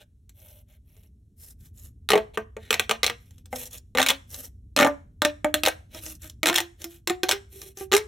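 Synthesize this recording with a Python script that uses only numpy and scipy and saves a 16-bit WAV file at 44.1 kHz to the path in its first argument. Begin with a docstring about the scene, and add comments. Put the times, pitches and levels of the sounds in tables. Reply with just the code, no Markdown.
"""Pop tubes, pulled and squeezed

Corrugated plastic tubes are worked by hand, close to a phone in a small, softly rumbling room.
Pulling gives a faint, ticking rasp. Squeezing flips the ribs one by one, each with a snap that races
through the wall as a bending wave and rings the air inside. The air note climbs as the tube shortens."""
import sys
import numpy as np
from scipy import signal
from scipy.fft import rfft, irfft, next_fast_len
from scipy.io import wavfile
from scipy.ndimage import uniform_filter1d

SR = 44100
rng = np.random.default_rng(int(sys.argv[2]) if len(sys.argv) > 2 else 0)


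def dump(signal):
    """Clip the signal to [-1, 1] and save it as 16-bit WAV at the path in sys.argv[1]."""
    limited = np.clip(np.atleast_2d(signal).T, -1, 1)
    pcm = np.round(limited * 32767).astype(np.int16)
    wavfile.write(sys.argv[1], SR, pcm)


N = 355887
TIME = np.arange(N) / SR
LONG_TUBE_START_S, LONG_TUBE_END_S = 0.3, 1.2

# pulls and rubs that drag the ribs over each other: start_s, end_s, hiss_db, wall_db
PULL_STROKES = [(0, 0.036, -69, -56.5), (0.362, 0.615, -61.5, -65), (0.681, 0.771, -72, -67.5),
                (0.853, 1.084, -73, -74.5), (1.389, 1.523, -50, -67.5), (1.595, 1.697, -60, -70.5),
                (1.755, 1.898, -55.5, -69), (2.339, 2.362, -82, -50), (2.587, 2.74, -82, -57.5),
                (3.17, 3.42, -71.5, -74.5), (3.528, 3.68, -42, -49.5), (3.71, 3.783, -43.5, -49),
                (4.298, 4.478, -43.5, -54.5), (5.917, 6.015, -51, -49), (6.001, 6.157, -45, -54.5),
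                (6.212, 6.301, -49.5, -53.5), (6.788, 6.872, -55.5, -55), (6.863, 6.991, -57, -62),
                (7.513, 7.717, -51, -58.5), (7.768, 7.857, -46, -53)]
# single ribs ticking open: start_s, crack_db, air_kick_db
OPENING_RIBS = [(0.294, -53.5, -85), (0.966, -63.5, -62.5), (1.0338, -64.5, -71), (3.308, -57.5, -80.5),
                (3.3813, -58.5, -79), (3.4574, -51.5, -70), (3.5589, -37, -43), (4.3433, -36.5, -52),
                (5.9472, -42, -39.5), (6.0632, -37.5, -46), (6.2435, -48.5, -46), (6.298, -42.5, -70),
                (6.8181, -40.5, -70), (6.8425, -32, -39), (7.6169, -40, -52), (7.7718, -46, -47.5),
                (7.8093, -46, -35.5)]
# ribs snapping shut: start_s, wall_db, centre_hz, air_kick_db
CLOSING_RIBS = [(2.089, -24, 2330, -41.5), (2.1036, -17.5, 2260, -21.5), (2.118, -18.5, 1450, -25.5),
                (2.1335, -16.5, 1160, -17.5), (2.155, -21.5, 1045, -15.5), (2.1767, -28, 1290, -19),
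                (2.3736, -24.5, 890, -23.5), (2.5666, -39.5, 944, -34.5), (2.7062, -17, 2330, -26),
                (2.7278, -20, 2030, -46), (2.741, -21, 2070, -36.5), (2.7958, -17.5, 2340, -35.5),
                (2.8944, -23, 1990, -27), (2.9108, -18, 1775, -24.5), (3.0316, -18, 2200, -33.5),
                (3.0433, -21, 2560, -38), (3.0644, -22, 3630, -42), (3.0782, -27, 2440, -42),
                (3.098, -26.5, 1960, -35), (3.528, -31, 907, -33), (3.9501, -28.5, 1310, -28),
                (3.9731, -21.5, 1660, -26.5), (3.9842, -16, 1420, -26.5), (3.9966, -19.5, 1130, -35),
                (4.0018, -21.5, 1840, -40.5), (4.0159, -20.5, 1890, -34), (4.0279, -20, 2470, -45.5),
                (4.063, -20.5, 2430, -38.5), (4.071, -27, 2430, -43), (4.0862, -20.5, 3100, -46),
                (4.0905, -23.5, 2710, -42.5), (4.0987, -23, 2510, -34), (4.1028, -18.5, 2540, -41),
                (4.112, -29, 2060, -32), (4.7638, -21, 3560, -27.5), (4.7746, -22, 1600, -20.5),
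                (4.7889, -16.5, 1330, -24), (4.8, -19, 1630, -15), (4.8089, -18.5, 1370, -19.5),
                (4.8209, -19, 1090, -14), (4.8282, -16.5, 1220, -20.5), (4.847, -19.5, 1040, -17),
                (4.8644, -22, 990, -28.5), (4.8714, -22.5, 830, -19), (5.219, -18.5, 1640, -22),
                (5.2493, -18, 2410, -20), (5.4452, -22.5, 980, -19), (5.5412, -19, 2694, -23),
                (5.6345, -21, 2600, -27.5), (5.652, -25, 2430, -31), (5.6617, -19.5, 2920, -32.5),
                (5.6726, -19, 1250, -41), (5.683, -23, 2520, -39), (6.4311, -21, 2260, -26),
                (6.4576, -19, 2010, -31.5), (6.47, -20.5, 2400, -25.5), (6.4806, -23.5, 2200, -22),
                (6.4871, -21.5, 2190, -28), (6.4974, -21.5, 1480, -20.5), (6.5285, -27.5, 1910, -35.5),
                (6.542, -27.5, 2800, -53.5), (6.555, -25, 2340, -41.5), (6.559, -19.5, 3060, -44.5),
                (6.576, -26, 2380, -47), (6.5828, -20, 2780, -42.5), (6.6031, -27, 2850, -36),
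                (7.0737, -24.5, 3180, -31.5), (7.0974, -24.5, 1740, -30.5), (7.103, -34.5, 1940, -25),
                (7.2328, -23, 1865, -23), (7.2864, -33, 2760, -42), (7.291, -20.5, 2800, -37),
                (7.303, -30, 2610, -38), (7.312, -20.5, 2830, -35), (7.321, -23, 2340, -42),
                (7.329, -33, 2270, -32), (7.9161, -32, 1700, -29), (7.921, -23, 2110, -28.5),
                (7.9297, -20, 1600, -24), (7.9371, -19, 2070, -17.5), (7.9495, -22.5, 2980, -53),
                (7.9654, -22.5, 2940, -30), (7.9784, -31, 2960, -42)]
# ring-out of the plastic wall: freq_hz, t60_s
WALL_DECAY = [(300, 0.62), (1000, 0.094), (2500, 0.44), (6000, 0.067), (15000, 0.16)]
# fundamental of the air in the short tube: time_s, pitch_hz
AIR_PITCH = [(2.1, 212.3), (2.92, 221.4), (3.12, 232), (3.55, 249.2), (3.95, 243.5), (4.04, 270),
             (4.8, 287.5), (5.3, 293.5), (5.58, 300.3), (5.7, 313.2), (6.43, 306.7), (6.52, 348.2),
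             (6.87, 335.4), (7.12, 358.7), (7.26, 365.4), (7.34, 398), (7.92, 380.6), (7.98, 425.3)]


def undb(db):
    """Decibels to gain."""
    return 10 ** (np.asarray(db) / 20)


def lookup(points, hz):
    """Read a table of freq_hz, value on a log-frequency axis."""
    f, value = np.transpose(points)
    return np.interp(np.log(np.maximum(hz, 1)), np.log(f), value)


def freqs(x):
    """Bin frequencies of the spectrum of x."""
    return np.fft.rfftfreq(x.shape[-1], 1 / SR)


def colour(x, points):
    """Minimum-phase EQ from a table of freq_hz, gain_db."""
    size = next_fast_len(x.shape[-1] + 2048) * 2
    gain = undb(lookup(points, np.fft.rfftfreq(size, 1 / SR)))
    cepstrum = irfft(np.log(gain))
    cepstrum[1:size // 2] *= 2
    cepstrum[size // 2 + 1:] = 0
    return irfft(rfft(x, size) * np.exp(rfft(cepstrum)))[..., :x.shape[-1]]


def unit(x):
    """Scale to rms 1."""
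    return x / np.sqrt(np.mean(x ** 2))


def strike(x, db):
    """Scale a hit so that its first 6 ms have this rms level."""
    return x * undb(db) / np.sqrt(np.mean(x[..., :int(.006 * SR)] ** 2))


def stereo_noise(size, width):
    """White noise, mono at width 0 and fully wide at 1."""
    mid, side = rng.standard_normal((2, size))
    return unit(mid + width * side * np.array([[1], [-1]]))


def ring_out(noise, t60s):
    """Let each octave of a noise fade with its own decay time."""
    t, spectrum = np.arange(noise.shape[-1]) / SR, rfft(noise)
    centres = 125 * 2. ** np.arange(8)
    shares = [lookup(np.c_[centres, band], freqs(noise)) for band in np.eye(len(centres))]
    fades = [1000 ** (-t / lookup(t60s, hz)) for hz in centres]
    return sum(irfft(spectrum * share) * fade for share, fade in zip(shares, fades))


def add(out, x, start_s):
    """Mix x into out from start_s on."""
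    i = int(start_s * SR)
    first, last = max(i, 0), min(i + x.shape[-1], out.shape[-1])
    out[..., first:last] += x[..., first - i:last - i]


def room_tone(rumble_trim_db=-0.5, hiss_db=-88):
    """A low, nearly mono rumble under a trace of hiss."""
    # spectrum of the rumble: freq_hz, gain_db
    rumble_eq = [(12, -44), (20, -12), (59, 4), (97, -1.5), (116, -9.5), (178, -17.5), (251, -18.5),
                 (333, -29.5), (435, -33), (536, -48.5), (700, -48), (910, -80.5), (1540, -120)]
    # its rise and fall: time_s, level_db
    rumble_ride = [(0.0, -56.5), (1.47, -53), (1.63, -48.5), (2.63, -50.5), (6.44, -48.5), (6.46, -54.5),
                   (7.4, -53), (8.0, -51.5)]
    level_db = np.interp(TIME, *np.transpose(rumble_ride)) + rumble_trim_db
    rumble = unit(colour(stereo_noise(N, 0.045), rumble_eq))
    return undb(level_db) * rumble + undb(hiss_db) * stereo_noise(N, 0.2)


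def wall_ripple(f, spacing_hz, depth_db):
    """Random peaks and dips: the wall's resonances shift with every bend and grip."""
    knots = np.arange(0, SR, 250) * spacing_hz / 250
    return undb(depth_db * np.interp(f, knots, rng.standard_normal(len(knots))))


def rasps(edge_s=0.036, swell_db=2, swell_s=0.015, slip_db=2.5, slip_s=0.0012, size=16384):
    """Ribs scraping open in a dense, uneven run of tiny slips; every stroke has its own resonances."""
    # body of the scraped wall: freq_hz, gain_db
    wall_eq = [(200, -6.5), (600, -5), (1000, -10), (1800, -2.5), (3400, 0), (5000, -14), (8000, -18)]
    # friction hiss on top: freq_hz, gain_db
    hiss_eq = [(2500, -23.5), (4500, -12.5), (6000, -6), (8000, -8), (9500, -9), (11800, 1.5),
               (14000, -2.5), (16000, -7)]
    out = np.zeros((2, N))
    t = np.arange(size) / SR - .03  # pre-roll for the fade-in
    for start, end, hiss_db, wall_db in PULL_STROKES:
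        length = end - start
        ramp = np.minimum(t, length - t) / min(edge_s, length / 3)
        stroke = np.clip(ramp / 2 + .5, 0, 1) ** 2
        grain = unit(uniform_filter1d(rng.standard_normal(size), int(slip_s * SR)))
        swell = unit(uniform_filter1d(rng.standard_normal(size), int(swell_s * SR)))
        slips = undb(slip_db * grain + swell_db * swell)
        for eq, db, width in (wall_eq, wall_db, .3), (hiss_eq, hiss_db, .8):
            layer = colour(slips * stereo_noise(size, width), eq)
            layer = irfft(rfft(layer) * wall_ripple(freqs(layer), spacing_hz=300, depth_db=3))
            add(out, undb(db) * stroke * unit(layer), start + t[0])
    return out


def crack(click=1.1, ring_db=-19, size=3072):
    """The sharp top of a flip: a click and a short spray of creases, coloured anew by each rib."""
    # average tone of the crack: freq_hz, gain_db
    crack_eq = [(2500, -19.5), (4600, -4.5), (5500, -2), (7500, -3.5), (9500, -9.5), (13000, -5.5),
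                (16000, -6)]
    t = np.arange(size) / SR
    spray = stereo_noise(size, .7) * np.exp(-t / .004)
    spray += undb(ring_db) * ring_out(stereo_noise(size, 0.25), WALL_DECAY)
    spray[:, int(.0005 * SR)] += click
    hz = np.linspace(2500, 16000, 32)
    gain_db = lookup(crack_eq, hz) + 4 * rng.standard_normal(len(hz))
    return colour(spray, np.c_[hz, gain_db])


def ticks(wall_hz=2670, wall_trim_db=-7, loose_db=-2, scatter_db=3, per_pull=4):
    """Ribs ticking open, barely moving the wall: distinct ones, and a few at random in every pull."""
    out = np.zeros((2, N))
    for start, crack_db, _ in OPENING_RIBS:
        wall = strike(wall_wave(wall_hz, size=2048), crack_db + wall_trim_db)
        add(out, wall + strike(crack(size=2048), crack_db), start)
    for start, end, hiss_db, _ in PULL_STROKES:
        tick = strike(crack(size=1024), hiss_db + loose_db)
        for place, accent in zip(rng.random(per_pull), rng.standard_normal(per_pull)):
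            add(out, undb(scatter_db * accent) * tick, start + (end - start) * place)
    return out


def rib_modes(centre_hz, t, count=4, t60_s=0.028):
    """A few short rings of the flipped rib, scattered around the wall's centre frequency."""
    hz = np.minimum(centre_hz * np.exp(.35 * rng.standard_normal((count, 1))), SR / 4)
    rings = np.sin(2 * np.pi * hz * t + rng.uniform(0, 2 * np.pi, (count, 1)))
    return unit(rings.sum(axis=0)) * 1000 ** (-t / t60_s)


def wall_wave(centre_hz, sweep_s=0.001806, q=0.64, low_hz=310, ring_db=-39, size=3072):
    """The body of a flip: a pulse and the wall's ring, spread into a falling chirp."""
    t = np.arange(size) / SR
    push = undb(-20) * stereo_noise(size, .2) * np.exp(-t / .0028)  # scatter among the ribs
    push += undb(-34) * rib_modes(centre_hz, t)
    push += undb(ring_db) * ring_out(stereo_noise(size, 0.13), WALL_DECAY)
    push[:, 0] += 1  # the pulse itself
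    f = freqs(push) + 1
    body = wall_ripple(f, spacing_hz=260, depth_db=3.5) / (1 + 1j * q * (f / centre_hz - centre_hz / f))
    top_hz = min(4300, 3.1 * centre_hz)  # a soft, low flip has less treble too
    body /= np.sqrt(1 + (f / top_hz) ** 10) * np.sqrt(1 + (low_hz / f) ** 4)
    # bending waves speed up with the root of frequency, so the lows arrive late
    lag = np.exp(-4j * np.pi * sweep_s * np.sqrt(1000 * f) + 2j * np.pi * f * sweep_s / 4)
    fade_out = np.minimum(1, 4 - 4 * t / t[-1]) ** 2
    return irfft(rfft(push) * body * lag) * fade_out


def air_column(rasp, rub_db=-31, t60_s=0.22, damping=0.63, stretch=1.02, scatter_db=2, count=7):
    """Flips kick and rubbing stirs the air inside; its stretched harmonics follow the tube's length."""
    # how strongly the air modes reach out of the tube: freq_hz, gain_db
    radiation_eq = [(210, -11.5), (260, 0.5), (300, -0.5), (360, 3), (430, -0.5), (600, -5.5), (750, -7),
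                    (950, -19), (1200, -12), (2200, -15.5)]
    pitch_hz = np.interp(TIME, *np.transpose(AIR_PITCH))
    phase = 2 * np.pi * np.cumsum(pitch_hz) / SR
    start_s, kick_db = np.transpose([(rib[0], rib[-1]) for rib in CLOSING_RIBS + OPENING_RIBS])
    onsets = (start_s * SR).astype(int)
    # pulled far out, the open ribs soak up part of the kick
    kick_db = kick_db + np.interp(pitch_hz[onsets], [215, 260], [-2, 0])
    # a rib's place along the tube decides how well it drives each overtone
    coupling = rng.standard_normal((len(onsets), count))
    out = np.zeros(N)
    for k in range(1, count + 1):
        drive = undb(rub_db) * rasp / k ** 2
        drive[onsets] += undb(kick_db + scatter_db * coupling[:, k - 1] * np.log(k))
        carrier = np.exp(1j * phase * k ** stretch)
        feedback = np.exp(-np.log(1000) * k ** damping / (t60_s * SR))  # overtones die sooner
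        ring = carrier * signal.lfilter([1], [1, -feedback], drive / carrier)  # gliding resonator
        out += ring.imag * undb(lookup(radiation_eq, pitch_hz * k ** stretch))
    # the air note carries little bass below about 235 Hz
    return signal.sosfilt(signal.butter(2, 235, "high", fs=SR, output="sos"), out)


def long_tube(rasp, hollow_band_hz=(545, 655), hollow_db=6, sizzle_hz=10500, sizzle_db=3):
    """Pulled long, the first tube adds a hollow resonance and the sizzle of its fine ribs to the rasp."""
    rub = rasp * (TIME > LONG_TUBE_START_S) * (TIME < LONG_TUBE_END_S)
    hollow = signal.sosfilt(signal.butter(2, hollow_band_hz, "band", fs=SR, output="sos"), rub)
    sizzle = signal.sosfilt(signal.butter(2, sizzle_hz, "high", fs=SR, output="sos"), rub)
    return undb(hollow_db) * hollow + undb(sizzle_db) * sizzle


def snaps(crack_trim_db=-6, rebound_db=-13, rebound_range_s=(0.002, 0.008)):
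    """Every rib that snaps shut, and its weaker rebound a moment later."""
    out = np.zeros((2, N))
    for start, wall_db, centre_hz, _ in CLOSING_RIBS:
        air_hz = np.interp(start, *np.transpose(AIR_PITCH))
        stiff_db = 6 * np.log2(centre_hz / 2000)  # a stiffer, higher rib cracks harder
        packed_db = 5 * np.log2(air_hz / 300)  # and so does a tightly packed tube
        crack_db = wall_db + crack_trim_db + stiff_db + packed_db
        snap = strike(wall_wave(centre_hz), wall_db) + strike(crack(), crack_db)
        add(out, snap, start)
        add(out, undb(rebound_db) * snap, start + rng.uniform(*rebound_range_s))
    return out


def room_reverb(x, early_db=-13, early_decay_s=0.0098, late_db=-23, size=16384):
    """Quick reflections from the table and backboard, then the faint tail of the room."""
    # tone of the reflections: freq_hz, gain_db
    room_eq = [(100, -2.5), (300, 9.5), (700, 10), (1500, 9), (4000, 1), (8000, 2.5), (15000, -11)]
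    # length of the tail: freq_hz, t60_s
    room_decay = [(200, 0.3), (1000, 0.3), (4000, 0.33), (15000, 0.45)]
    t = np.arange(size) / SR
    early = stereo_noise(size, 0.34) * np.exp(-t / early_decay_s) * (t > .002)
    late = ring_out(stereo_noise(size, 1.0), room_decay) * (t > .01)
    response = colour(undb(early_db) * unit(early) + undb(late_db) * unit(late), room_eq) / np.sqrt(size)
    return signal.fftconvolve(x[None], response, axes=1)[:, :N]


def stereo_spread(x):
    """The two microphone ports agree more in some bands than in others."""
    # stereo width by band: freq_hz, side_gain_db
    side_eq = [(100, 6), (250, -2.5), (550, 3), (1000, 3.5), (2000, 2), (4200, -6.5), (8000, -4),
               (13000, 1.5)]
    mid, side = x.mean(axis=0), (x[0] - x[1]) / 2
    return mid + colour(side, side_eq) * np.array([[1], [-1]])


def scene():
    """The tubes in their room: rubbing sounds the long tube's hollow and the short tube's air note."""
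    rasp = rasps()
    short_tube_rasp = rasp.mean(axis=0) * (TIME >= LONG_TUBE_END_S)
    tubes = snaps() + ticks() + rasp + long_tube(rasp) + air_column(short_tube_rasp)
    return stereo_spread(tubes + room_reverb(tubes.mean(axis=0))) + room_tone()


def record(dry):
    """The phone colours the sound, clips at full scale and cuts the top."""
    # microphone response: freq_hz, gain_db
    mic_eq = [(30, -6), (80, 3), (750, 3.5), (1000, 0.5), (2400, -0.5), (4200, 4.5), (4650, -5), (4950, -2),
              (5400, 4.5), (11000, 5), (16000, -4.5)]
    high_cut = signal.ellip(8, .2, 70, 16100, fs=SR, output="sos")
    return signal.sosfilt(high_cut, np.clip(colour(dry, mic_eq), -1, 1))


dry = scene()
out = record(dry)
dump(out)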